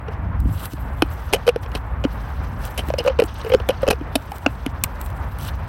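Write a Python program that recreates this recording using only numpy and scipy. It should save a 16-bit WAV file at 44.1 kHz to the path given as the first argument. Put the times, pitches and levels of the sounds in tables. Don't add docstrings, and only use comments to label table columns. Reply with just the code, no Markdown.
import sys
import numpy as np
from scipy import signal
from scipy.fft import rfft, irfft
from scipy.io import wavfile
from scipy.ndimage import uniform_filter1d

SR = 44100
rng = np.random.default_rng(int(sys.argv[2]) if len(sys.argv) > 2 else 0)


def to_wav(s):
    ch = np.atleast_2d(s).T
    pcm = np.round(np.clip(ch, -1, 1) * 32767)
    wavfile.write(sys.argv[1], SR, pcm.astype(np.int16))


N = 250488

# frequency_hz, density_db
DRAG_SPECTRUM = [(900, 12), (1500, 16.5), (2050, -2), (2700, 13.5), (4500, 4.5), (6300, 2), (7200, -17),
                 (9000, -4.5), (11000, -50)]


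def lid(ring_cycles=11.2, overtone_ratio=1.704, overtone_db=-8, grain_db=-3.0, shake=2.9,
        thump_db=-8, crunch_db=-11):
    # start_s, shell_db, cavity_pitch_hz, cavity_db, treble_db, contact_s
    knocks = [(0.081, -38, 447, -23, -52, 0.0066), (0.453, -44, 282, -21, -64, 0.0033),
              (0.733, -42, 297, -24, -36.5, 0.0031), (1.021, -5, 313, -3.5, -17.5, 0.0025),
              (1.326, -22, 377, -14.5, -29, 0.0065), (1.3338, -6.5, 412, -8, -14, 0.0038),
              (1.338, -18, 500, -17.5, -23.5, 0.0099), (1.356, -30.5, 564, -23.5, -58, 0.01),
              (1.465, -30, 466, -18, -34, 0.0078), (1.476, -12.5, 485, -2, -25, 0.0046),
              (1.4861, -13.5, 476, -6, -26.5, 0.0072), (1.56, -24.5, 467, -10.5, -37, 0.002),
              (1.661, -33.5, 448, -35, -58, 0.0027), (1.7165, -36.5, 443, -40, -44, 0.0037),
              (1.749, -24, 438, -24, -34, 0.0094), (2.038, -26, 542, -18, -55, 0.009),
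              (2.049, -22.5, 274, -6, -44, 0.0027), (2.775, -25, 473, -28, -28, 0.0091),
              (2.784, -23, 698, -26, -33, 0.016), (2.886, -29, 317, -19.5, -31, 0.0013),
              (2.902, -23, 600, -9, -50, 0.0018), (2.938, -23, 557, -10.5, -42, 0.0024),
              (2.983, -26.5, 540, -11, -31, 0.0037), (2.992, -29, 470, -22.5, -45, 0.018),
              (3.048, -34, 502, -15.5, -51, 0.005), (3.059, -50, 540, -9.5, -43, 0.0095),
              (3.073, -20.5, 548, -4, -53, 0.011), (3.093, -34, 522, -15, -53, 0.013),
              (3.188, -22.5, 478, -1.5, -50, 0.0058), (3.198, -15.5, 575, -9, -25, 0.0049),
              (3.22, -20.5, 453, -4.5, -36, 0.0032), (3.237, -32, 318, -18.5, -33, 0.0034),
              (3.447, -30.5, 460, -18.5, -39, 0.0023), (3.458, -39, 448, -20.5, -59, 0.018),
              (3.497, -29, 500, -17, -42, 0.0077), (3.516, -26.5, 493, -8.5, -44, 0.011),
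              (3.534, -20.5, 514, -3, -33, 0.0092), (3.547, -16.5, 431, 0, -39, 0.0013),
              (3.598, -32, 470, -24.5, -48, 0.0056), (3.688, -14, 540, -12, -20, 0.0035),
              (3.693, -23, 490, -6, -46, 0.0038), (3.7, -25.5, 570, -15.5, -39, 0.01),
              (3.829, -30, 543, -7.5, -45, 0.0085), (3.867, -26, 460, -16, -43, 0.0032),
              (3.876, -18.5, 562, -7, -28, 0.0059), (3.886, -9, 460, -8, -38, 0.0016),
              (3.901, -14, 706, -10.5, -25, 0.011), (3.906, -13.5, 419, -17, -20, 0.0067),
              (3.926, -26, 460, -16.5, -38, 0.0071), (4.01, -41, 300, -20, -68, 0.0036),
              (4.1542, -8.5, 278, -13, -15, 0.0054), (4.317, -35.5, 824, -18.5, -40, 0.004),
              (4.4618, -4.5, 275, -8.5, -29, 0.0032), (4.662, -21.5, 270, -14.5, -28, 0.0031),
              (4.841, -18, 1110, -22, -25, 0.0033)]
    # time_s, upper_over_lower_db
    lean = [(1.02, -3), (1.48, -4), (2.79, 6), (2.94, -13), (2.99, 5), (3.5, -4), (3.69, 5), (3.9, -12.5),
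            (4.156, -15), (4.462, 7), (4.836, 1)]
    # frequency_hz, density_db
    crack_spectrum = [(3500, 12), (6000, 11), (7000, 10), (12000, 10.5), (15500, -3.5), (16700, -33)]
    wall, crunch, crack, air = np.zeros((4, N))
    t = np.arange(3000) / SR
    for s, shell_db, hz, cavity_db, treble_db, contact_s in knocks:
        noise, grain, jolt, place = rng.standard_normal((4, len(t)))
        u = t / (0.48 * np.clip(contact_s, 5e-4, .02))
        force = u ** 2 * np.exp(2 - 2 * u)
        burst = noise * force * amp(grain_db * unit_rms(uniform_filter1d(grain, 30)))
        lean_db = np.interp(s, *np.transpose(lean))
        add(wall, s, amp(shell_db) * shell(burst, place, lean_db))
        add(crack, s, amp(treble_db) * burst)
        add(crunch, s, amp(shell_db + crunch_db) * burst)
        cycles = hz * (t + 0.000378 * (1 - np.exp(-t / 0.00017)))
        decay = amp(-60 * cycles / ring_cycles)
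        swing = signal.fftconvolve(force * (1 + shake * jolt), decay)[:len(t)]
        overtone = amp(overtone_db) * decay * np.sin(2 * np.pi * overtone_ratio * cycles)
        tone = np.sin(2 * np.pi * cycles) + overtone
        thump = amp(thump_db) * force * jolt
        add(air, s, amp(cavity_db) * (tone * swing / abs(swing).max() + thump))
    inertia = signal.butter(4, 1700, fs=SR, output="sos")
    air = signal.sosfilt(inertia, air)
    return wall + colour(crunch, DRAG_SPECTRUM) + colour(crack, crack_spectrum) + air


def shell(push, place, lean_db, place_db=2.0, detune=0.029, clack_centre_hz=2680, clack_span_hz=800):
    # frequency_hz, bandwidth_hz, energy_share_db
    modes = [(735, 320, 5.5), (1150, 450, -10.5), (1760, 120, -16.5), (2560, 117, -3), (2976, 290, 5),
             (4230, 1230, -5), (5460, 930, -9)]
    t = np.arange(1200) / SR
    response = 0
    for (hz, width_hz, db), coupling, bend in zip(modes, place, place[::-1]):
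        side = np.sign(hz - clack_centre_hz) * (abs(hz - clack_centre_hz) < clack_span_hz)
        ring = np.exp(-np.pi * width_hz * t) * np.sin(2 * np.pi * hz * (1 + detune * bend) * t)
        mode = signal.fftconvolve(push, ring)
        weight = amp(db + place_db * coupling + lean_db * side / 2)
        response = response + weight * mode / np.linalg.norm(mode)
    return response * np.linalg.norm(push) / np.linalg.norm(response)


def brief_tones(glide_per_s=1.4):
    # start_s, length_s, pitch_hz, level_db
    tones = [(2.976, 0.033, 2800, -26), (2.981, 0.017, 5010, -24.5), (2.984, .012, 4270, -24),
             (3.55, 0.039, 5250, -53), (3.553, .03, 6860, -60), (3.764, 0.033, 4400, -53),
             (3.904, 0.013, 1584, -11)]
    out = np.zeros(N)
    for s, length_s, hz, db in tones:
        t = np.arange(int(length_s * SR)) / SR
        fuzz = 0.98 + unit_rms(uniform_filter1d(rng.standard_normal(4000), 90))[:len(t)]
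        tone = np.sin(2 * np.pi * hz * t * (1 + glide_per_s * t / 2))
        add(out, s, amp(db) * fuzz * np.hanning(len(t)) * tone)
    return out


def gloves(flicker_db=2.5, slip_share_db=-8, dull_click_db=-3):
    # frequency_hz, density_db
    hiss_spectrum = [(5500, -25), (7500, 0.5), (9000, -0.5), (10300, -3.5), (11900, 6), (15100, -2),
                     (16100, 6.5), (16500, -29)]
    slips = amp(slip_share_db) * micro_slips()
    hiss, drag = (rng.standard_normal(N) * amp(flicker_db * drift(0.015)) + slips for _ in range(2))
    clicks = sharp_clicks()
    hiss = colour(rubbing_level(column=1) * unit_rms(hiss) + clicks, hiss_spectrum)
    drag = colour(rubbing_level(column=2) * unit_rms(drag) + amp(dull_click_db) * clicks, DRAG_SPECTRUM)
    return patchy(hiss + drag, depth_db=2.2)


def rubbing_level(column, swell_db=9.5, grip_s=0.021, release_s=0.006):
    # time_s, hiss_db, drag_db
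    rustle = [(0, -71, -75), (.38, -74, -66), (.5, -54, -54.5), (.9, -61.5, -59.5), (1.3, -56, -49),
              (1.55, -73, -58), (1.7, -63, -59), (1.95, -71, -71), (2.1, -59, -53.5), (2.55, -60.5, -54),
              (2.9, -57.5, -52.5), (3.15, -71, -56), (3.4, -60, -62.5), (3.78, -67, -51),
              (4.05, -69, -58.5), (4.22, -57, -53), (4.75, -64.5, -56.5), (5.2, -60.5, -56.5),
              (5.68, -65, -55)]
    # let_go_s, length_s, hiss_db, drag_db
    strokes = [(0.138, 0.036, -63, -54.5), (0.578, 0.083, -53, -50.5), (0.661, 0.079, -43, -45.5),
               (0.733, 0.053, -57, -49), (0.828, 0.042, -55, -75), (1.138, 0.047, -49, -53.5),
               (1.635, 0.029, -49, -49), (1.776, 0.046, -58, -44), (2.676, 0.085, -49, -42.5),
               (2.715, 0.036, -57, -58), (2.888, 0.043, -49, -55), (3.067, 0.041, -59, -35.5),
               (3.262, .05, -47, -53), (3.416, 0.16, -78, -44.5), (3.546, 0.17, -57, -47),
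               (3.834, 0.028, -61, -46), (4.365, 0.031, -47, -51), (5.068, 0.081, -48, -74),
               (5.49, 0.11, -45, -38.5)]
    level = amp(curve(rustle, column))
    for let_go_s, length_s, *levels_db in strokes:
        t = np.arange(-length_s, .05, 1 / SR)
        bite = np.minimum((t + length_s) / grip_s, 1)
        swell = amp(swell_db * np.minimum(t, 0) / length_s)
        release = np.exp(-np.maximum(t, 0) / release_s)
        add(level, let_go_s - length_s, amp(levels_db[column - 1]) * bite * swell * release)
    return level


def sharp_clicks(rise_s=0.00095):
    # start_s, level_db
    clicks = [(0.402, -31.5), (0.646, -30), (0.6552, -21.5), (2.6518, -23.5), (3.039, -35), (3.342, -39),
              (3.494, -27), (3.8193, -34), (4.3824, -30), (4.8375, -4), (5.0132, -25.5), (5.0613, -27.5),
              (5.1016, -36), (5.386, -28.5), (5.449, -27.5)]
    out = np.zeros(N)
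    u = np.arange(800) / SR / rise_s
    for s, db in clicks:
        click = rng.standard_normal(len(u)) * u * np.exp(-u)
        add(out, s, amp(db) * click / abs(click).max())
    return out


def micro_slips(slips_per_s=350, spread_db=2.5, damping_radians=6, pitches=8):
    occurs = rng.random(N) < slips_per_s / SR
    impulses = occurs * amp(spread_db * np.minimum(rng.exponential(1, N), 4))
    pitch_index = rng.integers(0, pitches, N)
    t, out = np.arange(200) / SR, np.zeros(N)
    for k, hz in enumerate(np.geomspace(4000, 14000, pitches)):
        phase = 2 * np.pi * hz * t
        tick = np.sin(phase) * hz * t * np.exp(-phase / damping_radians) * np.sqrt(hz)
        out += signal.oaconvolve(impulses * (pitch_index == k), tick)[:N]
    return unit_rms(out)


def reflections(x, echo_db=-17, t60_s=.07):
    t = np.arange(4000) / SR
    taps = rng.standard_normal(len(t)) * (rng.random(len(t)) < .05)
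    taps = taps * amp(-60 * t / t60_s) * (t > .001)
    return x + amp(echo_db) * signal.oaconvolve(x, taps / np.linalg.norm(taps))[:N]


def wind(lumpy_db=2.0):
    # time_s, level_db
    gusts = [(0, -25.5), (.38, -21.5), (.47, -12), (.58, -22.5), (1.5, -25.5), (2.4, -23.5), (3.6, -25),
             (4.9, -27.5), (5.2, -24.5), (5.68, -23)]
    # frequency_hz, density_db
    wind_spectrum = [(18, -71), (45, 0), (65, 4.5), (156, -11), (194, -16), (300, -22), (400, -48.5)]
    rumble = unit_rms(colour(rng.standard_normal(N), wind_spectrum))
    steady = rumble / np.sqrt(uniform_filter1d(rumble ** 2, int(.08 * SR)) + 1.1)
    return steady * amp(curve(gusts) + lumpy_db * drift(0.081))


def traffic(level_db=-38.5, swell_db=1.98):
    # frequency_hz, density_db
    wash_spectrum = [(120, -28), (200, -7.5), (300, -10.5), (447, -8.5), (940, -4), (1750, -12),
                     (2360, -20.5), (7000, -57.5), (9500, -75)]
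    wash = unit_rms(colour(rng.standard_normal(N), wash_spectrum))
    return wash * amp(level_db + swell_db * drift(0.047))


def patchy(x, depth_db):
    spectra = signal.stft(x, nperseg=256, noverlap=192)[2]
    patches = uniform_filter1d(rng.standard_normal(spectra.shape[::-1]), 10, axis=0)
    patches = unit_rms(uniform_filter1d(patches, 20, axis=1))
    return signal.istft(spectra * amp(depth_db * patches.T), nperseg=256, noverlap=192)[1][:N]


def colour(x, spectrum):
    hz, db = np.transpose(spectrum)
    gain = amp(np.interp(np.log(np.fft.rfftfreq(N, 1 / SR) + 1), np.log(hz + 1), db, -120, -120))
    return irfft(rfft(x) * unit_rms(gain), N)


def drift(seconds):
    span = max(int(seconds * SR), 1)
    return unit_rms(uniform_filter1d(uniform_filter1d(rng.standard_normal(N), span), span))


def curve(rows, column=1):
    columns = np.transpose(rows)
    return np.interp(np.arange(N) / SR, columns[0], columns[column])


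def add(mix, start_s, sound):
    part = mix[round(start_s * SR):][:len(sound)]
    part += sound[:len(part)]


def amp(db):
    return 10 ** (np.asarray(db) / 20)


def unit_rms(x):
    return x / np.sqrt(np.mean(x ** 2) + 1e-20)


def scene():
    return (reflections(lid() + brief_tones() + gloves()) + wind() + traffic())[None]


def record(dry, cutoff_hz=16100):
    limited = 0.84 * np.tanh(dry / 0.81)
    low_pass = signal.firwin(511, cutoff_hz, window=("kaiser", 9), fs=SR)
    return signal.oaconvolve(limited, low_pass[None], "same")


dry = scene()
out = record(dry)
to_wav(out)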